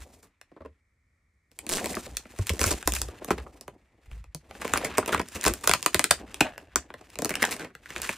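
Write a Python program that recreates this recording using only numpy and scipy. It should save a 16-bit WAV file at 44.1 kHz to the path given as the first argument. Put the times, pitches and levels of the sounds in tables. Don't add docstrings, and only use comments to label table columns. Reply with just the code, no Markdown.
import sys
import numpy as np
from scipy import signal
from scipy.fft import rfft, irfft, next_fast_len
from scipy.io import wavfile
from scipy.ndimage import uniform_filter1d

SR = 44100
rng = np.random.default_rng(int(sys.argv[2]) if len(sys.argv) > 2 else 0)


def wrap_up_sound(samples):
    columns = np.atleast_2d(samples).T
    tamed = np.clip(columns, -1, 1)
    steps = np.round(tamed * 32767).astype(np.int16)
    wavfile.write(sys.argv[1], SR, steps)


N = 360297

# frequency_hz, relative_density_db
CRACKLE_SPECTRUM = [(71, -44), (120, -1.5), (323, -4.5), (637, -10), (1020, -9), (1780, -8.5), (2690, -8),
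                    (2980, -12.5), (4600, -7), (8020, -3), (12900, -10.5), (15200, -11.5), (16500, -51.5)]
# frequency_hz, width_hz (nominal; wider dies sooner), relative_level_db
PANEL_MODES = [(270, 190, 12), (429, 103, 9.5), (495, 75, 0), (580, 150, 10), (1040, 60, 2)]


def gain_of(db):
    return 10 ** (np.asarray(db) / 20)


def evened(x):
    return x / np.sqrt(np.mean(x ** 2) + 1e-20)


def read(points, hz):
    f, value = np.transpose(points)
    return np.interp(np.log(hz + 1), np.log(f + 1), value)


def shaped(x, points, low_hz, high_hz):
    size = next_fast_len(len(x) + 512)
    hz = np.fft.rfftfreq(size, 1 / SR) + 1
    band = 1 / np.sqrt((1 + (low_hz / hz) ** 10) * (1 + (hz / high_hz) ** 10))
    spectrum = np.fft.rfft(x, size) * gain_of(read(points, hz)) * band
    return np.fft.irfft(spectrum, size)[..., :x.shape[-1]]


def burst(noise, rise_ms, fall_ms):
    ms = np.arange(len(noise)) * 1000 / SR
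    x = noise * (1 - np.exp(-ms / rise_ms)) ** 2 * np.exp(-ms / fall_ms)
    return x / abs(x).max()


def ports(x, lag):
    # frequency_hz, phase_rad
    port_phase = [(100, 0), (4200, 0), (5600, -.8), (7000, -1.1), (11600, -1.4), (16000, -1.6)]
    # frequency_hz, level_db
    scattered = [(100, -24.5), (350, -19.5), (700, -11), (2800, -20.5), (5000, -8.5), (12000, -16)]
    size = next_fast_len(len(x) + 512)
    hz = np.fft.rfftfreq(size, 1 / SR)
    half = np.exp(.5j * (read(port_phase, hz) - 2 * np.pi * hz * lag / SR))
    bounce = burst(rng.standard_normal(256), 0.17, 0.79)
    side = gain_of(read(scattered, hz)) * rfft(bounce / np.linalg.norm(bounce), size)
    return irfft(rfft(x, size) * np.array([half + side, 1 / half - side]), size)[:, :len(x)]


def room_tone():
    # frequency_hz, relative_density_db
    tone_spectrum = [(20, -18), (35, -5.5), (66, 0), (138, -16), (260, -15.5), (400, -21), (870, -29),
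                     (1280, -22), (1600, -27), (1850, -15.5), (2300, -16.5), (2700, -37), (8000, -34.5),
                     (16000, -52)]
    tone_db = -74
    mid, side = rng.standard_normal((2, N))
    waver = gain_of(0.74 * evened(uniform_filter1d(rng.standard_normal(N), 6000)))
    side = .5 * shaped(side, tone_spectrum, 600, 19000)
    mid = shaped(mid, tone_spectrum, 34, 17000)
    return gain_of(tone_db) * waver * evened(np.array([mid + side, mid - side]))


def echoes(x):
    # frequency_hz, t60_s
    decay_times = [(150, 0.27), (400, 0.082), (1000, 0.091), (2800, 0.12), (7300, 0.15), (15000, 0.093)]
    # frequency_hz, likeness (0 to 1)
    likeness = [(400, 0.99), (1000, 0.71), (2400, 0.82), (6000, 0.15), (15000, 0.056)]
    # frequency_hz, level_db
    furnishings = [(2500, 0), (5000, -1.5)]
    out = np.zeros((2, N))
    for k in range(3):
        hz, t, z = signal.stft(rng.standard_normal((2, SR // 3)), SR, nperseg=128)
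        same = np.clip(read(likeness, hz), 0, 1)[:, None]
        right = same * z[0] + np.sqrt(1 - same ** 2) * z[1]
        decay_db = read(furnishings, hz)[:, None] - 60 * t / read(decay_times, hz)[:, None]
        z = np.array([z[0], right]) * gain_of(decay_db)
        tail = np.pad(signal.istft(z, SR, nperseg=128)[1], ((0, 0), (130, 0)))
        turn = np.sqrt(2 / 3) * np.cos(np.pi * (np.arange(N) / 3000 + k / 3))
        out += signal.oaconvolve(turn * x.mean(0)[None], tail / np.linalg.norm(tail[0]), axes=1)[:, :N]
    return out


def grip():
    # start_s, rustle_level_db, sheen_db (film, re rustle), body_db (card, re rustle)
    hands = [(0.0, -58, 0.5, -1.5), (0.241, -73, 8.5, 9), (0.34, -75.5, -28, -17), (1.5, -80.5, 7, 2),
             (1.62, -64, 2.5, 5), (1.772, -47, -1, 8.5), (1.901, -52.5, 6.5, 13), (2.25, -60, -2, -2),
             (2.699, -46.5, 7.5, 5.5), (2.829, -56.5, 1.5, -4), (2.97, -56, 17, 8.5),
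             (3.14, -57.5, -7.5, 5), (3.497, -64, -0.5, 12.5), (3.95, -74, -11.5, 1.5),
             (4.161, -58.5, -3, -8), (4.299, -74.5, -16, -8), (4.569, -58, -1.5, 8), (4.77, -37.5, -6, 1.5),
             (5.001, -53, -17, 8.5), (5.3, -58, 2, -2), (5.451, -45, -7, -12), (5.56, -55, 3.5, 4.5),
             (5.979, -53, 0.5, -7.5), (6.25, -55.5, -9, 9.5), (6.501, -61, 0, 0.5), (6.72, -63, -13.5, 4.5),
             (7.149, -59, -3.5, -1.5), (7.2, -56, -20, 9), (7.299, -56, -18, 6.5), (7.501, -40, -4, -1.5),
             (7.722, -72.5, -8, -2), (8.047, -41, -3, -6), (8.17, -52, -1, -15)]
    s, *columns = np.transpose(hands)
    return [np.interp(np.arange(N) / SR, s, db) for db in columns]


def table():
    # start_s, level_db, pitch_hz (mean), contact_s
    bumps = [(0.0, -47, 65.6, 0.021), (0.603, -53, 79, 0.11), (1.699, -51, 90, 0.023),
             (1.963, -45, 88, 0.006), (2.088, -40, 57, 0.072), (2.394, -22.5, 95.5, 0.0097),
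             (2.503, -21.5, 76.5, 0.013), (2.609, -28.5, 79, 0.011), (2.661, -27.5, 90, 0.018),
             (2.719, -32, 59, 0.038), (2.858, -31, 57.6, 0.24), (3.312, -40, 57.6, 0.13),
             (4.07, -47, 60.5, 0.035), (4.117, -38.5, 54.8, 0.1), (4.26, -49, 56, 0.038),
             (4.347, -38, 172, 0.0088), (4.729, -38, 69.6, .08), (5.122, -39.5, 74.6, 0.075),
             (5.349, -43, 75.5, 0.012), (5.464, -31.5, 62.5, 0.053), (5.66, -41, 76, 0.088),
             (5.949, -37, 73.5, 0.013), (6.109, -39, 72, 0.011), (6.407, -41, 84, 0.035),
             (6.759, -43, 70, 0.024), (7.952, -50, 82, 0.033)]
    # frequency_hz, relative_density_db
    thud_spectrum = [(30, -4.5), (70, 4), (102, -3.5), (140, -11), (200, -15), (260, -43.5)]
    rise_s, sag_db_per_s, release_db_per_s = 0.0054, 37, 606.5
    shudder_db, shudder_follows = -53, 0.57
    wander = 1 + 0.084 * evened(uniform_filter1d(rng.standard_normal(N + SR), size=2500))
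    shudder = evened(shaped(rng.standard_normal(N + SR), thud_spectrum, 40, 220))
    rustle_db, _, body_db = grip()
    out, t = np.zeros(N + SR), np.arange(SR // 2) / SR
    for s, db, hz, contact_s in bumps:
        span = slice(round(s * SR), round(s * SR) + len(t))
        fall_db = sag_db_per_s * t + release_db_per_s * np.maximum(t - rise_s - contact_s, 0)
        tone = np.sqrt(2) * np.sin(2 * np.pi * np.cumsum(hz * wander[span]) / SR)
        out[span] += np.minimum(t / rise_s, 1) * gain_of(db - fall_db) * (tone + 0.39 * shudder[span])
    shudder_level_db = shudder_db + shudder_follows * (rustle_db + body_db + 46.5)
    return out[:N] + gain_of(shudder_level_db) * shudder[:N]


def chatter():
    # start_s, level_db, fade_db_per_s
    rattles = [(6.43, -30.5, 99), (6.768, -34, 302.5)]
    # frequency_hz, width_hz, relative_level_db
    loose_modes = [(700, 130, -3), (1720, 220, -1), (2730, 260, -6)]
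    mean_taps_per_s = 75
    t, out = np.arange(N) / SR, np.zeros(N)
    pace = 1 + .4 * evened(uniform_filter1d(rng.standard_normal(N), size=400))
    turns = np.cumsum(mean_taps_per_s * pace) / SR
    level = sum((t > s) * gain_of(db - fade * np.maximum(t - s, 0)) for s, db, fade in rattles)
    taps = np.diff(np.floor(turns), prepend=0) * level
    for hz, w, db in loose_modes:
        ring = gain_of(db - 27 * w * t[:1024]) * np.sin(2 * np.pi * hz * t[:1024])
        out += signal.oaconvolve(taps * gain_of(4 * rng.standard_normal(N)), ring)[:N]
    return ports(out, 0)


def crackle(per_s, spread_db, fall_ms, hiss, force):
    out = np.zeros((2, N))
    clumps = gain_of(7.7 * evened(uniform_filter1d(rng.standard_normal(N), size=900)))
    for lag in np.linspace(-.7, .7, num=5):
        happens = rng.random(N) < clumps * per_s / SR
        size = gain_of(spread_db * np.minimum(rng.exponential(1, N), 4)) * happens
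        pops = np.zeros(N)
        for k, hz in enumerate(np.geomspace(900, 9000, num=3) * rng.uniform(0.14, 0.84, size=3)):
            colour = [(hz / 3, -9.0), (hz, 0), (hz * 3, -9.0)]
            pop = burst(shaped(rng.standard_normal(400), colour, 100, 20000), 0.07, fall_ms)
            pops += signal.oaconvolve(size * (np.arange(N) % 3 == k), pop)[:N]
        rub = hiss * np.sqrt(clumps) * rng.standard_normal(N)
        out += ports(force * evened(pops) + rub, lag)
    return out


def handling():
    # from_s, to_s
    rest = (.8, 1.51)
    t, (rustle_db, sheen_db, body_db) = np.arange(N) / SR, grip()
    moving = (t < rest[0]) | (t > rest[1])
    rustle, body, sheen = gain_of([rustle_db, rustle_db + body_db, rustle_db + sheen_db]) * moving
    force = np.clip((rustle_db + 72) / 24, .25, 1)
    pops = crackle(310, 4.4, 0.95, 0.41, force)
    knocks = crackle(110, 3.5, 4.3, 1.4, force)
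    layers = [(rustle, pops, 900, 3200), (sheen, pops, 3200, 20000), (body, knocks, 200, 850)]
    return sum(level * evened(np.array([shaped(v, CRACKLE_SPECTRUM, lo, hi) for v in x]))
               for level, x, lo, hi in layers)


def rip():
    # start_s, slips_per_s (mean), level_db
    seam = [(1.702, 190, -18.5), (1.72, 230, -15), (1.771, 175, -17), (1.8, 73, -35), (1.846, 110, -27),
            (1.871, 113, -21), (1.905, 130, -49)]
    s, per_s, db = np.transpose(seam)
    t = np.arange(N) / SR
    pace = 1 + 0.43 * evened(uniform_filter1d(rng.standard_normal(N), 300))
    turns = np.cumsum(np.interp(t, s, per_s, 0, 0) * pace) / SR
    slip_db = np.interp(t, s, db) + 2.0 * rng.standard_normal(N)
    slips = np.diff(np.floor(turns), prepend=0) * gain_of(slip_db)
    clicks = [burst(shaped(z, CRACKLE_SPECTRUM, 1100, 13000), 0.017, 0.74)
              for z in rng.standard_normal((6, 512))]
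    ring = sum(gain_of(level - 36 * w * t[:2048]) * np.sin(2 * np.pi * hz * t[:2048])
               for hz, w, level in PANEL_MODES)
    panels = gain_of(-12.0) * signal.oaconvolve(slips, ring / abs(ring).max())[:N]
    film = sum(signal.oaconvolve(slips * (turns // 1 % 6 == k), c)[:N] for k, c in enumerate(clicks))
    return ports(panels + film, 0.17)


def spread(x, ms_at_1k):
    hz = np.fft.rfftfreq(2 * len(x), 1 / SR)
    phase = 4 * np.pi * ms_at_1k * (np.sqrt(hz / 1000) - hz / 1000 / 8)
    return irfft(rfft(x, 2 * len(x)) * np.exp(-1j * phase), 2 * len(x))[:len(x)]


def buckle(level_db, box_db, edge_db, centre_hz, rise_ms, fall_ms, noise, detune):
    grid = np.geomspace(100, 17000, num=60)
    octaves = np.log2(grid / centre_hz)
    dulling_db = 0.31 * min(edge_db, 0) * np.maximum(octaves, 0)
    face_db = read(CRACKLE_SPECTRUM, grid) + 7.8 * np.exp(-octaves ** 2 / 0.13) + dulling_db
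    face = np.transpose([grid, face_db])
    edge = burst(shaped(noise[0], CRACKLE_SPECTRUM, 3200, 20000), .45 * rise_ms, .8 * fall_ms)
    middle = burst(shaped(noise[1], face, 560, 3340), rise_ms, fall_ms)
    t, blow = np.arange(noise.shape[1]) / SR, burst(noise[2], rise_ms, fall_ms + 2.0)
    modes = sum(gain_of(db - 37.3 * w * t) * np.sin(2 * np.pi * hz * d * t)
                for (hz, w, db), d in zip(PANEL_MODES, detune))
    no_bass = signal.butter(2, 170, "high", fs=SR, output="sos")
    ring = signal.sosfilt(no_bass, signal.fftconvolve(blow, modes)[:len(t)])
    mix = middle + gain_of(edge_db) * edge + gain_of(box_db) * ring / abs(ring).max()
    return gain_of(level_db) * spread(mix, 1.168)


def played(rows, size, grain_db, spike):
    out = np.zeros((2, N + size))
    noise = rng.standard_normal((len(rows), 4, size))
    draw = rng.standard_normal((len(rows), 1 + len(PANEL_MODES)))
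    noise[:, :2, 24] = spike
    for (s, *row), z, d in zip(rows, noise, draw):
        grain = gain_of(grain_db * evened(uniform_filter1d(z[3], size=40)))
        at = round(s * SR)
        out[:, at:at + size] += ports(buckle(*row, z[:3] * grain, 1 + .06 * d[1:]), .25 * d[0])
    return out[:, :N]


def crunches():
    # start_s, level_db (card face), box_db and edge_db (re card face), centre_hz, fall_ms
    clump_rows = [(0.2245, -47.5, -4, 4, 1190, 22), (0.5152, -52, 8, -14, 940, 3.2),
                  (0.5628, -53, 14.5, -18, 950, 3.4), (0.573, -47, 2, -34, 950, 2.5),
                  (0.605, -44.5, 9.5, -23, 960, 4.6), (0.617, -46, 5.5, -20, 960, 1.9),
                  (0.6485, -43, 9, -19, 960, 4), (0.6582, -41.5, 5, -12, 970, 2.3),
                  (1.93, -36, 0, 12, 1970, 3.8), (2.5336, -41.5, 14, 14, 1030, 4.3),
                  (2.5918, -19, -3.5, 4.5, 1520, 52), (2.6601, -21, -7.5, 8.5, 2620, 17),
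                  (2.707, -21.5, -0.5, 10, 1090, 9.8), (2.9496, -27.5, -25, 12, 2330, 11.7),
                  (3.214, -49, 18, -27, 840, 4.2), (3.278, -31.5, 5.5, -3.5, 751, 13),
                  (3.3049, -22, -4, 2.5, 1200, 9.7), (3.377, -29, -2, -5, 1100, 13),
                  (3.464, -36.5, -5, -36, 1010, 3.9), (4.0565, -50.5, -28.5, -4, 2080, 11),
                  (4.614, -21.5, -18, -6, 870, 6.9), (4.6465, -18, -0.5, -11, 1040, 3.1),
                  (4.7574, -14.5, -15, -28, 1240, 3.3), (4.843, -18, -5, 2.5, 2000, 16),
                  (4.971, -22.5, -12, 1, 2230, 13.5), (4.9809, -7.5, -1.5, 1, 1040, 1.95),
                  (5.0263, -23.5, -15, -23, 1200, 6.8), (5.0761, -18, -3, -2.5, 1070, 18.6),
                  (5.12, -14, -7, -5, 1520, 21), (5.176, -24.5, -7, -2, 2200, 3.8),
                  (5.1945, -16, -1, -7.5, 830, 5.3), (5.346, -27, -1, 6.5, 2540, 22.5),
                  (5.4393, -18, -16, 6, 2170, 2.5), (5.459, -8.5, -5.5, 3.5, 1200, 18),
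                  (5.634, -22, -8, 3, 1030, 16), (6.406, -8, -38, -1.5, 2740, 5.7),
                  (6.4435, -23.5, -14, -17, 700, 24.6), (7.0081, -45.5, 5, 4, 776, 8.6),
                  (7.2935, -20.5, -3, 1.5, 1870, 20), (7.411, -40, -25, 8, 2100, 7.9),
                  (7.4209, -11.5, -8, -5.5, 1900, 6.3), (7.45, -20.5, -36, 7, 1550, 4.4),
                  (7.509, -23, -9, 2.5, 2240, 20), (7.5913, -26.5, -4, -5, 1610, 30),
                  (7.645, -31.5, -1, -3.5, 2050, 8.1)]
    return played([(*row, 0.15 * ms, ms) for *row, ms in clump_rows], size=6144, grain_db=6.0, spike=0)


def snaps():
    snap_rows = [(0.413, -40.5, -65, 0.5, 1960), (1.5153, -55, -5, 7.5, 2500), (1.5891, -37, -14, 10, 2750),
                 (1.6658, -36.5, 0, 12, 2600), (1.6915, -33.5, -4, 16, 2560),
                 (1.6961, -27.5, -25.5, 9.5, 2400), (1.782, -28, -8.5, -1, 2040),
                 (1.792, -29, -18, -10, 2200), (1.843, -29, -6, 6.5, 1790), (1.858, -28, -5, 8.5, 2520),
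                 (1.943, -29.5, -16, -17, 2160), (1.952, -44.5, -19, 23.5, 696),
                 (1.968, -27.5, 3.5, -31, 1260), (2.064, -38, -0.5, 2, 907), (2.169, -28, -31, 12.5, 2700),
                 (2.2544, -43.5, 1, -17, 2300), (2.388, -37, 8, 9, 2470), (2.469, -33, -29, 9.5, 2500),
                 (2.4932, -17, -22, 2, 2390), (2.499, -27, -0.5, 9, 833), (2.593, -26.5, -7, 9, 2000),
                 (2.614, -19.5, -7.5, 6, 2182), (2.6315, -30, -18, 16, 2600),
                 (2.6402, -19, -6.5, 10.5, 1560), (2.7265, -41.5, -16.5, 17, 2600),
                 (2.7363, -33, -17, 1, 2600), (2.827, -30.5, -25, 1.5, 1880), (2.8745, -12, -9, 3, 660),
                 (2.9212, -30.5, -5, 16.5, 2970), (2.9367, -26.5, -14, 10.5, 3040),
                 (2.9639, -26.5, -23, -0.5, 1720), (3.016, -27, -23, 12.5, 2850),
                 (3.0855, -42, 8.5, 6, 1140), (3.2454, -39.5, 0, 13.5, 1530), (3.3059, -13.5, 1, -35, 1160),
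                 (3.6102, -49.5, 4, 17, 748), (3.6792, -31, -5.5, -7.5, 997), (4.114, -42.5, -15, -6, 2600),
                 (4.241, -46.5, -11, -2, 970), (4.347, -39.5, 0.5, 14.5, 1015),
                 (4.5096, -36.5, -23, -9, 810), (4.551, -39, -19, -14, 1340),
                 (4.6776, -28.5, -23, -3, 1260), (4.736, -10.5, -13.5, -1, 1410),
                 (4.7744, -20.5, -9, 7.5, 1240), (5.06, -30, -11, 4.5, 2280),
                 (5.1455, -12.5, -14.5, -11, 1180), (5.215, -31, -24, 3.5, 2300),
                 (5.286, -46.5, -11, 18, 1590), (5.411, -41.5, -19, 20, 2350),
                 (5.432, -35.5, -9.5, 9.5, 1800), (5.451, -18.5, -10, 1.5, 1800),
                 (5.48, -21, -7.5, 11.5, 2400), (5.537, -31, -19, 11.5, 1555),
                 (5.674, -14.5, -7.5, 9, 1220), (5.694, -14.5, -5, 9, 1200), (5.713, -10.5, -22, 0.5, 1100),
                 (5.736, -9, -18.5, 2.5, 1390), (5.748, -23.5, -9, -3, 1340),
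                 (5.8274, -29.5, -11.5, 13.5, 2510), (5.8611, -9.5, -19, 4, 930),
                 (5.9449, -12.5, -7.5, 8.5, 1900), (5.9937, -13, -13, 8.5, 920),
                 (6.014, -39.5, -18.5, 15, 1710), (6.041, -16.5, -11.5, 9.5, 2260),
                 (6.108, -11.5, -22.5, 4.5, 820), (6.1105, -11.5, -24, 11, 700),
                 (6.343, -27.5, -19, 3, 3500), (6.408, -10, -5, -3, 2500), (6.5787, -30.5, -43.5, -2, 740),
                 (6.758, -13.5, -12, 6.5, 1190), (6.903, -32.5, -11.5, -20, 710),
                 (6.9396, -34.5, -4.5, -5.5, 1640), (7.1013, -46, -31, 2, 2310),
                 (7.1555, -35.5, -11, 3.5, 2260), (7.1879, -26, -0.5, 6.5, 700), (7.22, -28, 4, 7.5, 770),
                 (7.2467, -27.5, 0.5, 16.5, 700), (7.2554, -27.5, 1.5, 7, 1670),
                 (7.293, -25.5, -12, 7, 1700), (7.305, -28, -7, -9, 2000), (7.3138, -26, -6, -20, 2180),
                 (7.3393, -25, -42, -5.5, 2370), (7.354, -20.5, -28, 1, 2400),
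                 (7.427, -12.5, -26, 0.5, 2050), (7.4392, -13, -27, -16, 1750),
                 (7.565, -37.5, -23, 6.5, 1980), (7.751, -35.5, -11.5, -3.5, 1710),
                 (7.858, -35, -40, -10, 1700), (7.904, -32, -9, -2.5, 2680), (7.962, -21, -14.5, -6, 2600),
                 (8.0176, -38, -16, 22, 2066), (8.0914, -16, -14.5, -5.5, 1930)]
    return played([(*row, .7, 1.15) for row in snap_rows], size=2048, grain_db=4.0, spike=5.1)


def scene():
    clicks = gain_of(5.0) * snaps() + crunches() + rip() + chatter()
    return clicks + gain_of(-8.5) * echoes(clicks) + handling() + table() + room_tone()


def record(dry):
    edge_hz = 16000
    soft = .95 * np.tanh(dry / .95)
    corners_hz = [0, edge_hz - 300, edge_hz, edge_hz + 700, edge_hz + 1000, SR / 2]
    taps = signal.firwin2(401, corners_hz, [1, 1, .15, .04, 0, 0], window=("kaiser", 8), fs=SR)
    return signal.oaconvolve(soft, taps[None], "same")


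dry = scene()
out = record(dry)
wrap_up_sound(out)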